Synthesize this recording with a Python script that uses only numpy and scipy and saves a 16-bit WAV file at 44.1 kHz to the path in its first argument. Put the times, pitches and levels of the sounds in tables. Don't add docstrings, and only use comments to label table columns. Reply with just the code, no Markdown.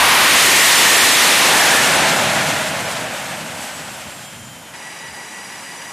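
import sys
import numpy as np
from scipy import signal
from scipy.fft import rfft, irfft, next_fast_len
from scipy.io import wavfile
from scipy.ndimage import uniform_filter1d

SR = 44100
rng = np.random.default_rng(int(sys.argv[2]) if len(sys.argv) > 2 else 0)


def magnitude_from_level(level_db):
    exponent = np.asarray(level_db, float) / 20
    return 10 ** exponent


def wav_out(sig):
    wavfile.write(sys.argv[1], SR, np.round(np.clip(np.atleast_2d(sig).T, -1, 1) * 32767).astype(np.int16))


N = 261072
CUT_S = 4.734
HZ = np.fft.rfftfreq(1024, 1 / SR)
FRAME_S = np.arange(N // 256 + 5) * 256 / SR


def evened(x):
    return x / np.sqrt(np.mean(x ** 2) + 1e-20)


def read(points, hz):
    f, value = np.transpose(points)
    return np.interp(np.log(hz + 1), np.log(f + 1), value)


def follow(rows):
    return np.interp(FRAME_S, *np.transpose(rows))


def chance(per_s):
    b, a = signal.butter(2, per_s, fs=SR)
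    return evened(signal.lfilter(b, a, rng.standard_normal(N)))


def bumps(rows, width_s):
    return sum(height * np.exp(-((FRAME_S - s) / width_s) ** 2) for s, height in rows)


def glinting(rows, width_s):
    powers = [(s, magnitude_from_level(2 * db)) for s, db in rows]
    return 10 * np.log10(bumps(powers, width_s) + 1e-9)


def smoothed_noise(shape, bins, frames):
    x = uniform_filter1d(rng.standard_normal(shape), size=bins, axis=0)
    return evened(uniform_filter1d(x, size=frames, axis=1))


def turbulence(colour_db, levels, bands, patchy_db, gusty_db):
    power = magnitude_from_level(2 * colour_db) * np.ones(len(FRAME_S))
    lacks = [level - 10 * np.log10(power[(HZ >= lo) & (HZ < hi)].sum(0))
             for level, (lo, hi) in zip(levels, bands)]
    centres = np.sqrt(np.prod(bands, 1))
    share = np.array([read(np.c_[centres, one], HZ) for one in np.eye(len(bands))]).T
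    a, b = rng.standard_normal((2,) + power.shape)
    patches = smoothed_noise(power.shape, 24, 10)
    gusts = smoothed_noise(power.shape, 200, 5)
    treble = np.clip(np.log2(HZ / 700 + 1) / 3, 0, 1)[:, None]
    field_db = colour_db + share @ lacks + patchy_db * patches + gusty_db * treble * gusts
    return 1.185 * signal.istft((a + 1j * b) * magnitude_from_level(field_db), nperseg=1024, noverlap=768)[1][:N]


def tone(s, hz, db, waver_hz, fade_db):
    t = np.arange(N) / SR
    turns = np.cumsum(np.interp(t, s, hz) + waver_hz * chance(59.4)) / SR
    level = np.interp(t, s, magnitude_from_level(db), 0, 0) * magnitude_from_level(fade_db * chance(25))
    return np.sqrt(2) * level * np.sin(2 * np.pi * turns)


# t/s, f/Hz, length/s, level/dB
WIND_PUFF = (5.1, 72, .05, -43)


def buffet():
    s, hz, length, db = WIND_PUFF
    t = np.arange(N) / SR - s
    return magnitude_from_level(db) * np.exp(-(t / length) ** 2) * np.sin(2 * np.pi * hz * t + 2 * chance(30))


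# f/Hz, level/dB per Hz
IDLE_AIR_COLOUR = [(15, -45), (40, -15), (170, 7), (490, -8), (1400, -10), (1750, -3), (2300, -5.5),
                   (3300, -11.5), (4400, -15.5), (5400, -17.5), (7300, -13.5), (10500, -14), (12500, -21.5),
                   (15300, -34)]
# multiple of the blade rate, width/Hz, level/dB over the air
BLADE_HEAPS = [(.93, 220, 4), (2, 31, -2), (3, 120, 3), (4, 100, 3), (5, 100, 14), (6, 210, 11.5),
               (7, 190, 6), (8, 290, 5.5), (9, 330, 2), (10, 330, 1), (11, 330, -2)]
IDLE_LEVELS = (-48.5, -39, -37, -39.5)
IDLE_RISES = (-1, 0.43, .3, 1.3)
# low f/Hz, high f/Hz
IDLE_LAYER_BANDS = [
    (60, 400),
    (500, 1300),
    (1400, 4300),
    (4400, 13000),
]


def idle_air():
    blade_hz = 976
    heaps = sum(magnitude_from_level(2 * db) / (1 + (2 * (HZ - k * blade_hz) / width) ** 2) for k, width, db in BLADE_HEAPS)
    colour_db = read(IDLE_AIR_COLOUR, HZ) + 10 * np.log10(1 + heaps)
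    levels = [db + rise * (FRAME_S - CUT_S - .5) for db, rise in zip(IDLE_LEVELS, IDLE_RISES)]
    return turbulence(colour_db[:, None], levels, IDLE_LAYER_BANDS, patchy_db=.6, gusty_db=.5)


# t/s, level/dB
WASH_LULLS = [
    (4.78, -4),
    (5.53, -2),
    (5.8, -8),
]
# factor on its pitch, level/dB
WHINE_OVERTONES = [(.28, -59), (.475, -55), (1.5, -60), (2, -58), (2.5, -55.5), (3, -61)]


def idle_whine():
    whine_hz, whine_db, sag_db_per_s = 1943, -41.5, -1.5
    beat_hz, first_null_s, partner = 6.05, 4.79, .5
    s = FRAME_S
    beat = abs(1 - partner * np.exp(2j * np.pi * beat_hz * (s - first_null_s)))
    db = whine_db + sag_db_per_s * (s - CUT_S) + 20 * np.log10(beat) + bumps(WASH_LULLS, .06)
    whine = tone(s, whine_hz + 0 * s, db, waver_hz=2, fade_db=.7)
    for k, over_db in WHINE_OVERTONES:
        whine = whine + tone(s, k * whine_hz + 0 * s, over_db + 0 * s, waver_hz=11 * k, fade_db=4.5)
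    return whine


def idling_jet():
    return idle_air() + idle_whine()


# t/s, level/dB
COMPRESSOR_GLINTS = [(2.52, -45), (2.66, -44), (2.88, -47), (3.0, -52), (3.1, -49), (3.2, -50), (3.33, -47),
                     (3.45, -48), (3.63, -44.5), (3.8, -46), (3.92, -44.5), (4.13, -47), (4.25, -51),
                     (4.35, -50), (4.46, -48), (4.62, -53)]
# t/s, level/dB
FAN_GLINTS = [(4.27, -46), (4.35, -49), (4.42, -47), (4.5, -49), (4.56, -48), (4.67, -52)]
# t/s, half length/s, f/Hz, level/dB
PARKED_NEIGHBOUR = (4.17, .12, 4850, -55)


def landing_tones():
    spool_s, spool_hz, drop_hz, lag_s = 2.45, 9400, 6250, 4.5
    compressor_hz = spool_hz - drop_hz * (1 - np.exp((spool_s - FRAME_S) / lag_s))
    fan_hz = compressor_hz / 2.265
    s, half_s, hz, db = PARKED_NEIGHBOUR
    blades = [(compressor_hz, glinting(COMPRESSOR_GLINTS, .07)),
              (fan_hz, glinting(FAN_GLINTS, .035)),
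              (hz + 20 * chance(4)[::256], glinting([(s, db)], half_s))]
    return sum(tone(FRAME_S[:len(hz)], hz, db[:len(hz)], waver_hz=20, fade_db=2) for hz, db in blades)


# f/Hz, level/dB per Hz
ARRIVAL_COLOUR = [(15, -61), (25, -31), (48, -33), (81, -18), (245, -12), (548, -10), (938, -1),
                  (1600, -8.5), (1940, -9.5), (8030, -13.5), (9690, -9), (13700, -18), (15300, -27.5)]
# f/Hz, level/dB per Hz
FRONT_COLOUR = [(15, -60), (25, -35), (49, -73), (119, -18.5), (265, -8.5), (938, -0.5), (1070, -0.5),
                (1480, -2), (1830, -2.5), (2100, 0), (3060, -3), (4820, -10), (9190, -15.5), (12300, -21),
                (15300, -34.5)]
# f/Hz, level/dB per Hz
REAR_COLOUR = [(15, -61), (25, -43), (129, -3.5), (187, -1), (419, -12.5), (644, 1.5), (717, -7), (777, -1),
               (1190, -10), (1480, -5.5), (3790, -13), (4950, -16), (7820, -15), (12300, -23.5),
               (15300, -37)]
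# f/Hz, level/dB per Hz
FAR_COLOUR = [(15, -50), (25, -1), (187, 0), (408, -15.5), (610, -10), (1130, -8), (2210, -5), (2400, -4),
              (3140, -7), (3890, -16), (6840, -18), (11700, -22.5), (15300, -33.5)]
# t/s, f/Hz, level/dB over the air
DUCT_RING = [(0, 1900, -2), (.4, 1870, 4), (.7, 1860, 7.5), (1.05, 1850, 6.5), (1.3, 1850, 2),
             (1.5, 1820, 3), (1.76, 1730, 6), (1.95, 1700, -3), (4.73, 1700, -20)]


def landing_colour(stage):
    colours = [ARRIVAL_COLOUR, FRONT_COLOUR, REAR_COLOUR, FAR_COLOUR]
    colour_db = sum(read(colour, HZ)[:, None] * np.clip(1 - abs(stage - k), 0, 1)
                    for k, colour in enumerate(colours))
    s, hz, db = np.transpose(DUCT_RING)
    off = 2 * (HZ[:, None] - np.interp(FRAME_S, s, hz)) / 130
    ring = magnitude_from_level(2 * np.interp(FRAME_S, s, db)) / (1 + off ** 2)
    return colour_db + 10 * np.log10(1 + ring)


# t/s, stage (0 arrival, 1 nose on, 2 tail on, 3 far)
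TURN_STAGES = [(0, .02), (.2, 0.26), (.45, 1.06), (1.2, 1.01), (2.1, 1.76), (2.4, 1.96), (3.4, 2.19),
               (4.1, 2.48), (4.73, 2.58)]
# t/s, level/dB
LANDING_LOUDNESS = [(0, -13), (.15, -13), (.5, -14.5), (.8, -13.5), (1.15, -15), (1.7, -15.5), (2.1, -18),
                    (2.5, -20.5), (2.75, -24.5), (3.1, -27.5), (3.3, -29.5), (3.65, -32.5), (3.9, -35),
                    (4.2, -39), (4.5, -43.5), (4.73, -44)]
# rumble, roar, fan, inlet hiss level/dB
SIDE_LEVELS = [
    (-20, -6.5, 0, -10.5),
    (-17.5, -7.5, 0, -1.5),
    (-8, -2.5, 0, -7.5),
    (1.5, 0.5, 0, 6),
]
# low f/Hz, high f/Hz
LANDING_LAYER_BANDS = [
    (60, 330),
    (450, 1200),
    (1300, 4200),
    (5000, 13000),
]
# t/s, level/dB
AIR_CLEARINGS = [(2.5, 2.5), (2.62, 1.5), (2.75, -1), (2.92, 1), (3.08, -3.5), (3.18, 1.5), (3.45, -1),
                 (3.63, 3.5), (3.85, -0.5), (4.25, 1)]
# t/s, level/dB
RUMBLE_THUMPS = [(.14, 0), (.7, -7), (1.65, -3.5), (2.41, 0), (3.18, -4), (3.68, -5), (3.94, -0.5),
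                 (4.15, 0), (4.45, 7)]
# t/s, level/dB
ROAR_SURGES = [(.3, -1), (.75, -1.8), (1.12, -1), (1.6, 2), (2.05, 2), (3.0, -0.28), (3.5, 0.92),
               (4.68, 2.3)]


def landing_jet():
    stage = follow(TURN_STAGES)
    loud_db = follow(LANDING_LOUDNESS)
    loud_db = loud_db + 0.42 * np.maximum(loud_db + 20.5, 0)
    rumble, roar, fan, hiss = (loud_db + np.interp(stage, range(len(SIDE_LEVELS)), db)
                               for db in np.transpose(SIDE_LEVELS))
    clear_db = bumps(AIR_CLEARINGS, 0.046)
    levels = [rumble + bumps(RUMBLE_THUMPS, 0.081),
              roar + bumps(ROAR_SURGES, 0.12),
              fan + 0.15 * clear_db,
              hiss + clear_db]
    gusty_db = 0.5 + 0.43 * np.clip(stage - 1, 0, 1)
    air = turbulence(landing_colour(stage), levels, LANDING_LAYER_BANDS, patchy_db=0.32, gusty_db=gusty_db)
    return air + landing_tones()


def scene():
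    after = np.clip((np.arange(N) / SR - CUT_S) / .004, 0, 1)
    mono = landing_jet() * (1 - after) + (idling_jet() + buffet()) * after
    return np.array([mono, mono])


def band(x, lo_hz, hi_hz):
    size = next_fast_len(len(x) + 4096)
    hz = np.fft.rfftfreq(size, 1 / SR)
    return irfft(rfft(x, size) * ((hz >= lo_hz) & (hz < hi_hz)), size)[:len(x)]


def patch_noise(lo_hz, hi_hz):
    line = np.arange(2048)
    place = line + 512.5
    inside = (line >= lo_hz * 2048 / SR) & (line < hi_hz * 2048 / SR)
    values = rng.standard_normal((2, 2048)) * inside
    waves = np.fft.ifft(values * np.exp(1j * np.pi * 512.5 * line / 1024)) * np.exp(1j * np.pi * place / 2048)
    return waves.real


# t/s, rate/per s
SWAP_RATE = [(0, 17), (1.8, 14), (2.2, 3), (4.7, 3), (5.9, 11)]


def swaps():
    low_hz, top_hz, wide_hz = 4200, 15300, (900, 2200)
    s = np.repeat(np.arange(3, N // 1024 - 2) * 1024 / SR, 2)
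    pick, place, wide = rng.random((len(s), 3)).T
    lo_hz = low_hz + np.sin(np.pi * place ** 1.41 / 2) ** 2 * (top_hz - wide_hz[0] - low_hz)
    hi_hz = np.minimum(lo_hz + np.interp(wide, (0, 1), wide_hz), top_hz)
    picked = pick < np.interp(s, *np.transpose(SWAP_RATE)) * 512 / SR
    return np.c_[s, lo_hz, hi_hz][picked]


def swapped(mono):
    out = np.array([mono, mono])
    window = signal.windows.kaiser_bessel_derived(2048, 4 * np.pi)
    for s, lo_hz, hi_hz in swaps():
        start = 356 + 1024 * round((s * SR - 356) / 1024 - 1)
        patch = band(mono[start:start + 2048], lo_hz, hi_hz)
        refill = magnitude_from_level(-3.3) * patch.std() * evened(window * patch_noise(lo_hz, hi_hz))
        out[:, start:start + 2048] += refill - window ** 2 * patch
    return out


def band_limit(x):
    return signal.sosfilt(signal.butter(12, 15730, fs=SR, output="sos"), x)


def record(dry):
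    clipped = np.clip(dry[0], -.4, .4)
    thinned = signal.lfilter(*signal.butter(2, 60, "high", fs=SR), clipped)
    smeared = signal.lfilter([-.36, 1], [1, -.36], thinned)
    mix = swapped(band(smeared, 0, 15070))
    return band_limit(mix)


dry = scene()
out = record(dry)
wav_out(out)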